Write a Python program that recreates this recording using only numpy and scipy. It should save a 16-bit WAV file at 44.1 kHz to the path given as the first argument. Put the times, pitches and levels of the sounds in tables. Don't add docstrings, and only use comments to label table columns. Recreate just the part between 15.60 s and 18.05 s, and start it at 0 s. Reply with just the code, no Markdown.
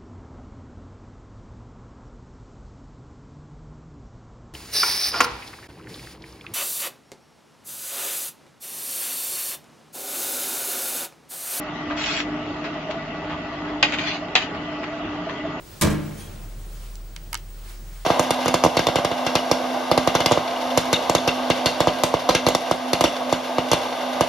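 import sys
import numpy as np
from scipy import signal
from scipy.io import wavfile

SR = 44100
rng = np.random.default_rng(int(sys.argv[2]) if len(sys.argv) > 2 else 0)


def transcribe(signal):
    frames = np.atleast_2d(signal).T
    limited = np.clip(frames, -1, 1)
    pcm = np.round(limited * 32767).astype(np.int16)
    wavfile.write(sys.argv[1], SR, pcm)


N = 108045
TIME = np.arange(N) / SR

# f/Hz, relative density/dB
RUMBLE_SPECTRUM = [(25, -21), (60, 1), (95, -2), (150, 3), (190, -2.5), (250, -12.5), (350, -7), (600, -8),
                   (1200, -19), (3000, -37.5)]
# f/Hz, width/Hz, level before the swell/dB
DRONES = [(94, 14, -48.5), (146.8, 5.9, -57.5), (344, 36, -58)]
# t/s, gain/dB
RUMBLE_SWELL = [(0, 3.5), (.2, 2.5), (.55, 5), (.8, 4), (1.05, 1.5), (1.4, -1), (1.75, 0), (2.05, -1.5),
                (2.3, -0.5), (2.45, -5.5)]
# f/Hz, relative density/dB
HISS_SPECTRUM = [(400, -8.5), (1100, 4), (1600, 2), (2300, 1), (4500, -0.5), (7000, -2), (9500, -3),
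                 (11500, -7.5), (14000, -9), (16000, -16)]
# t/s, level/dB
HISS_SWELL = [(0, -52.5), (.12, -47.5), (.4, -49), (.56, -48), (.61, -43.5), (.7, -49), (.97, -52),
              (1.25, -48.5), (1.42, -54), (1.7, -53), (1.9, -53), (2.02, -51.5), (2.1, -45), (2.2, -53),
              (2.37, -49), (2.45, -51)]
# f/Hz, left-right likeness/0-1
BED_LIKENESS = [(50, 1), (200, 0.71), (500, 0.18), (2000, 0.25), (6000, 0.61), (8500, 0.89), (11000, 1)]
# t/s, f/Hz, rms level/dB
DRIVE_HUM = [(0, 36.7, -50), (.42, 36.3, -58), (.62, 35.71, -44.5), (.84, 37.2, -36), (1.0, 38.6, -35),
             (1.44, 38.06, -35.5), (1.52, 38.63, -38.5), (2.0, 37.86, -37), (2.45, 38.9, -36.5)]
# t/s, level/dB
BLOWS = [(0.2105, -14.5), (0.231, -32), (0.299, -30), (.435, -50)]
# f/Hz, relative density/dB
CLATTER_SPECTRUM = [(50, 13.5), (130, 16), (300, 10), (420, 9.5), (600, 4), (780, 1), (1150, -2.5),
                    (1700, -1.5), (3800, -3.5), (5200, -3), (8500, -2.5), (12000, -9.5), (16000, -17)]
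# f/Hz, rise/s
CLATTER_RISE = [(100, 0.0077), (500, 0.028), (1200, 0.015), (4000, 0.0054), (12000, 0.0032)]
# f/Hz, t60/s
CLATTER_T60 = [(100, 0.2), (400, 0.37), (1200, 0.58), (3000, 0.32), (8000, 0.2), (15000, 0.23)]
# f/Hz, level against the clatter/dB
SHAFT_ECHO = [(100, -8), (500, -12), (2500, -13.5), (8000, -37), (15000, -40)]
# f/Hz, left-right likeness/0-1
CLACK_LIKENESS = [(60, .9), (150, 0.95), (350, 0.07), (700, 0.6), (1500, 0.83), (3000, 0.77), (5500, 0.45),
                  (10000, 1)]
# delay/s, signed gain
WALL_REFLECTIONS = [(.0031, .17), (.0053, -.17), (.0089, .17), (0.0142, .17)]
# f/Hz, rms level at the crest/dB, t60/s, rise/s
PANEL_MODES = [(35, -34, .45, 0.081), (81.4, -25, .55, 0.055), (123, -30.5, 0.94, 0.02),
               (152.6, -23, 0.79, 0.068), (179.2, -27, 0.8, 0.01), (208, -25, 0.99, 0.038),
               (302, -29.5, 0.55, 0.15), (327.2, -27, 0.67, 0.027), (333.8, -35.5, 1, 0.082),
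               (482.6, -31.5, 0.32, 0.033), (584.5, -39, 0.99, 0.029), (637, -45, 0.99, 0.0094),
               (935, -38, 0.59, 0.0052), (1018, -32.5, 0.44, 0.0046), (1202, -29, 0.26, 0.008)]
# f/Hz, relative level/dB
FRAME_MODES = [(1083, -36), (1160, -37), (1640, -37.5), (1713, -45), (1787, -61), (1950, -48), (2245, -42),
               (2331, -41.5), (3628, -46.5), (4032, -46)]
# f/Hz, relative level/dB
SQUEAK_MODES = [(3250, -52), (6165, -52), (6775, -53), (9150, -56), (9563, -49), (12400, -62)]
# t/s, half length/s, gain/dB, tilt/dB per octave
RUBS = [(0.614, 0.032, 1, 0), (0.67, 0.0066, 7, -20)]
# t/s, gain/dB, high cut/Hz, low cut/Hz, body ring/dB
CLICKS = [(1.355, -29, 8500, 4500, -4), (1.5621, -30.5, 10800, 1700, 1), (1.564, -23.5, 6400, 1490, -3),
          (1.728, -26.5, 3770, 500, 2), (1.7303, -20, 12700, 660, 3), (1.7419, -22, 4000, 900, -3),
          (1.7441, -17, 12500, 700, 1), (1.7523, -15.5, 6500, 1290, 0), (1.7744, -31.5, 10000, 1500, -15)]
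# f/Hz, relative level/dB, t60/s
CATCH_MODES = [(917, -14.5, 0.045), (1275, -15, 0.034), (1830, -21, .03), (2180, -14.5, 0.029),
               (3055, -11, 0.017), (4480, -10.5, 0.01), (6900, -42, 0.009), (7830, -11.5, .012),
               (9980, -15, 0.016)]


def from_db(db):
    return 10 ** (np.asarray(db) / 20)


def rms_one(x):
    return x / np.sqrt(np.mean(x ** 2) + 1e-20)


def in_time(rows):
    times, *columns = np.transpose(rows)
    return [np.interp(TIME, times, column) for column in columns]


def at_hz(points, hz):
    freqs, values = np.transpose(points)
    return np.interp(np.log(hz), np.log(freqs), values)


def drift(rate_hz, hop=40, warm_up=2000):
    pole = np.exp(-2 * np.pi * rate_hz * hop / SR)
    white = rng.standard_normal(N // hop + warm_up + 2)
    slow = signal.lfilter([1], [1, -2 * pole, pole * pole], white)[warm_up:]
    return np.interp(np.arange(N) / hop, np.arange(len(slow)), rms_one(slow))


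def struck(start, rise, t60):
    age = TIME - start
    return np.clip(age / rise, 0, 1) * np.exp(-np.log(1000) * np.maximum(age - rise, 0) / t60)


def stereo(pair, likeness):
    mid = np.sqrt(1 + likeness) * pair[0]
    side = np.sqrt(1 - likeness) * pair[1]
    return np.array([mid + side, mid - side]) / np.sqrt(2)


def bands(spectrum, likeness):
    edges = np.geomspace(25, 17000, 25)
    centres = np.sqrt(edges[1:] * edges[:-1])
    gains = from_db(at_hz(spectrum, centres)) * np.sqrt(np.diff(edges))
    gains /= np.linalg.norm(gains)
    white = rng.standard_normal((2, 2, N))
    for k, hz in enumerate(centres):
        bandpass = signal.butter(2, edges[k:k + 2], "band", fs=SR, output="sos")
        pair = rms_one(signal.sosfilt(bandpass, white[k % 2]))
        yield hz, gains[k] * stereo(pair, at_hz(likeness, hz))


def resonance(hz, width_hz):
    phase = 2 * np.pi * hz * TIME
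    return (drift(width_hz) * np.cos(phase) + drift(width_hz) * np.sin(phase)) / np.sqrt(2)


def ride_rumble(noise_db=-49):
    swell_db, = in_time(RUMBLE_SWELL)
    rumble = from_db(noise_db) * sum(noise for _, noise in bands(RUMBLE_SPECTRUM, BED_LIKENESS))
    drones = sum(from_db(db) * resonance(hz, width) for hz, width, db in DRONES)
    return from_db(swell_db) * (rumble + drones)


def sliding_hiss(flicker_hz=15):
    swell_db, = in_time(HISS_SWELL)
    hiss = sum(noise * from_db(drift(flicker_hz)) for _, noise in bands(HISS_SPECTRUM, BED_LIKENESS))
    return from_db(swell_db) * hiss


def drive_hum():
    hz, db = in_time(DRIVE_HUM)
    return np.sqrt(2) * from_db(db) * np.sin(2 * np.pi * np.cumsum(hz) / SR)


def electrical_whine(hz=15625, level_db=-57, spread_db=3):
    level = from_db(level_db + spread_db * drift(rate_hz=30))
    return np.sqrt(2) * level * np.sin(2 * np.pi * hz * TIME)


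def clack(shaft_t60_s=1.46, rattle_db=2):
    rattle = from_db(rattle_db * drift(rate_hz=150))
    out = 0
    for hz, noise in bands(CLATTER_SPECTRUM, CLACK_LIKENESS):
        rise, t60 = at_hz(CLATTER_RISE, hz), at_hz(CLATTER_T60, hz)
        echo_send = from_db(at_hz(SHAFT_ECHO, hz))
        power = 0
        for start, db in BLOWS:
            direct = struck(start, rise, t60)
            echo = echo_send * struck(start, rise, shaft_t60_s)
            power += from_db(db) ** 2 * (direct ** 2 + echo ** 2)
        out += noise * np.sqrt(power)
    return out * rattle


def cabin_walls(dry):
    wet = sum(gain * np.array([np.interp(TIME - delay, TIME, side, left=0) for side in dry])
              for delay, gain in WALL_REFLECTIONS)
    return (dry + wet) / np.sqrt(1 + sum(gain ** 2 for _, gain in WALL_REFLECTIONS))


def floor_thump(hz=148.4, peak_db=-14, rise_s=0.013, t60_s=0.073):
    start = BLOWS[0][0]
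    return from_db(peak_db) * struck(start, rise_s, t60_s) * np.sin(2 * np.pi * hz * (TIME - start))


def panel_boom():
    start = BLOWS[0][0]
    out = 0
    for k, (hz, db, t60, rise) in enumerate(PANEL_MODES):
        offset = (-1) ** k * np.arccos(at_hz(CLACK_LIKENESS, hz))
        phase = 2 * np.pi * hz * (TIME - start) + offset * np.array([[.5], [-.5]])
        out += np.sqrt(2) * from_db(db) * struck(start, rise, t60) * np.sin(phase)
    return out


def frame_ring(gain_db=4, rise_s=0.0063, t60_s=0.6, spread_rad=.4):
    ring = 0
    for hz, db in FRAME_MODES:
        phase = 2 * np.pi * (hz * TIME + rng.random())
        ring += from_db(db) * np.sin(phase + spread_rad * rng.standard_normal((2, 1)))
    return from_db(gain_db) * struck(BLOWS[0][0], rise_s, t60_s) * ring


def squeak(width_hz=33):
    out = 0
    for hz, db in SQUEAK_MODES:
        octaves_up = np.log2(hz / SQUEAK_MODES[0][0])
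        for centre, half_length, rub_db, tilt in RUBS:
            rub = np.exp(-.5 * ((TIME - centre) / half_length) ** 2)
            out += from_db(db + rub_db + tilt * octaves_up) * rub * resonance(hz, width_hz)
    return out


def catch_clicks(rise_s=0.00011, crack_db=2, tail_db=-16.5, pan_right_db=1.8):
    wall_damping = signal.butter(2, 4570, fs=SR, output="sos")
    out = 0
    for start, db, high_cut_hz, low_cut_hz, ring_db in CLICKS:
        noise = stereo(rng.standard_normal((2, N)), likeness=0.47)
        body = 0
        for k, (hz, mode_db, t60) in enumerate(CATCH_MODES):
            tone = (-1) ** k * np.sin(2 * np.pi * hz * (TIME - start))
            body += from_db(mode_db + ring_db) * struck(start, rise_s, t60) * tone
        crack = from_db(crack_db) * struck(start, rise_s, t60=0.0085) * noise
        tail = from_db(tail_db) * struck(start, rise_s, t60=0.16) * signal.sosfilt(wall_damping, noise)
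        high_cut = signal.butter(4, high_cut_hz, fs=SR, output="sos")
        low_cut = signal.butter(2, low_cut_hz, "high", fs=SR, output="sos")
        out += from_db(db) * signal.sosfilt(np.vstack([high_cut, low_cut]), body + crack + tail + 1e-18)
    return out * from_db(pan_right_db * np.array([[-.5], [.5]]))


def scene():
    clatter = cabin_walls(clack())
    bed = ride_rumble() + sliding_hiss()
    body = floor_thump() + panel_boom() + frame_ring()
    return clatter + bed + body + squeak() + drive_hum() + electrical_whine() + catch_clicks()


def record(dry, cutoff_hz=16000):
    return signal.sosfiltfilt(signal.ellip(10, .05, 70, cutoff_hz, fs=SR, output="sos"), dry)


dry = scene()
out = record(dry)
transcribe(out)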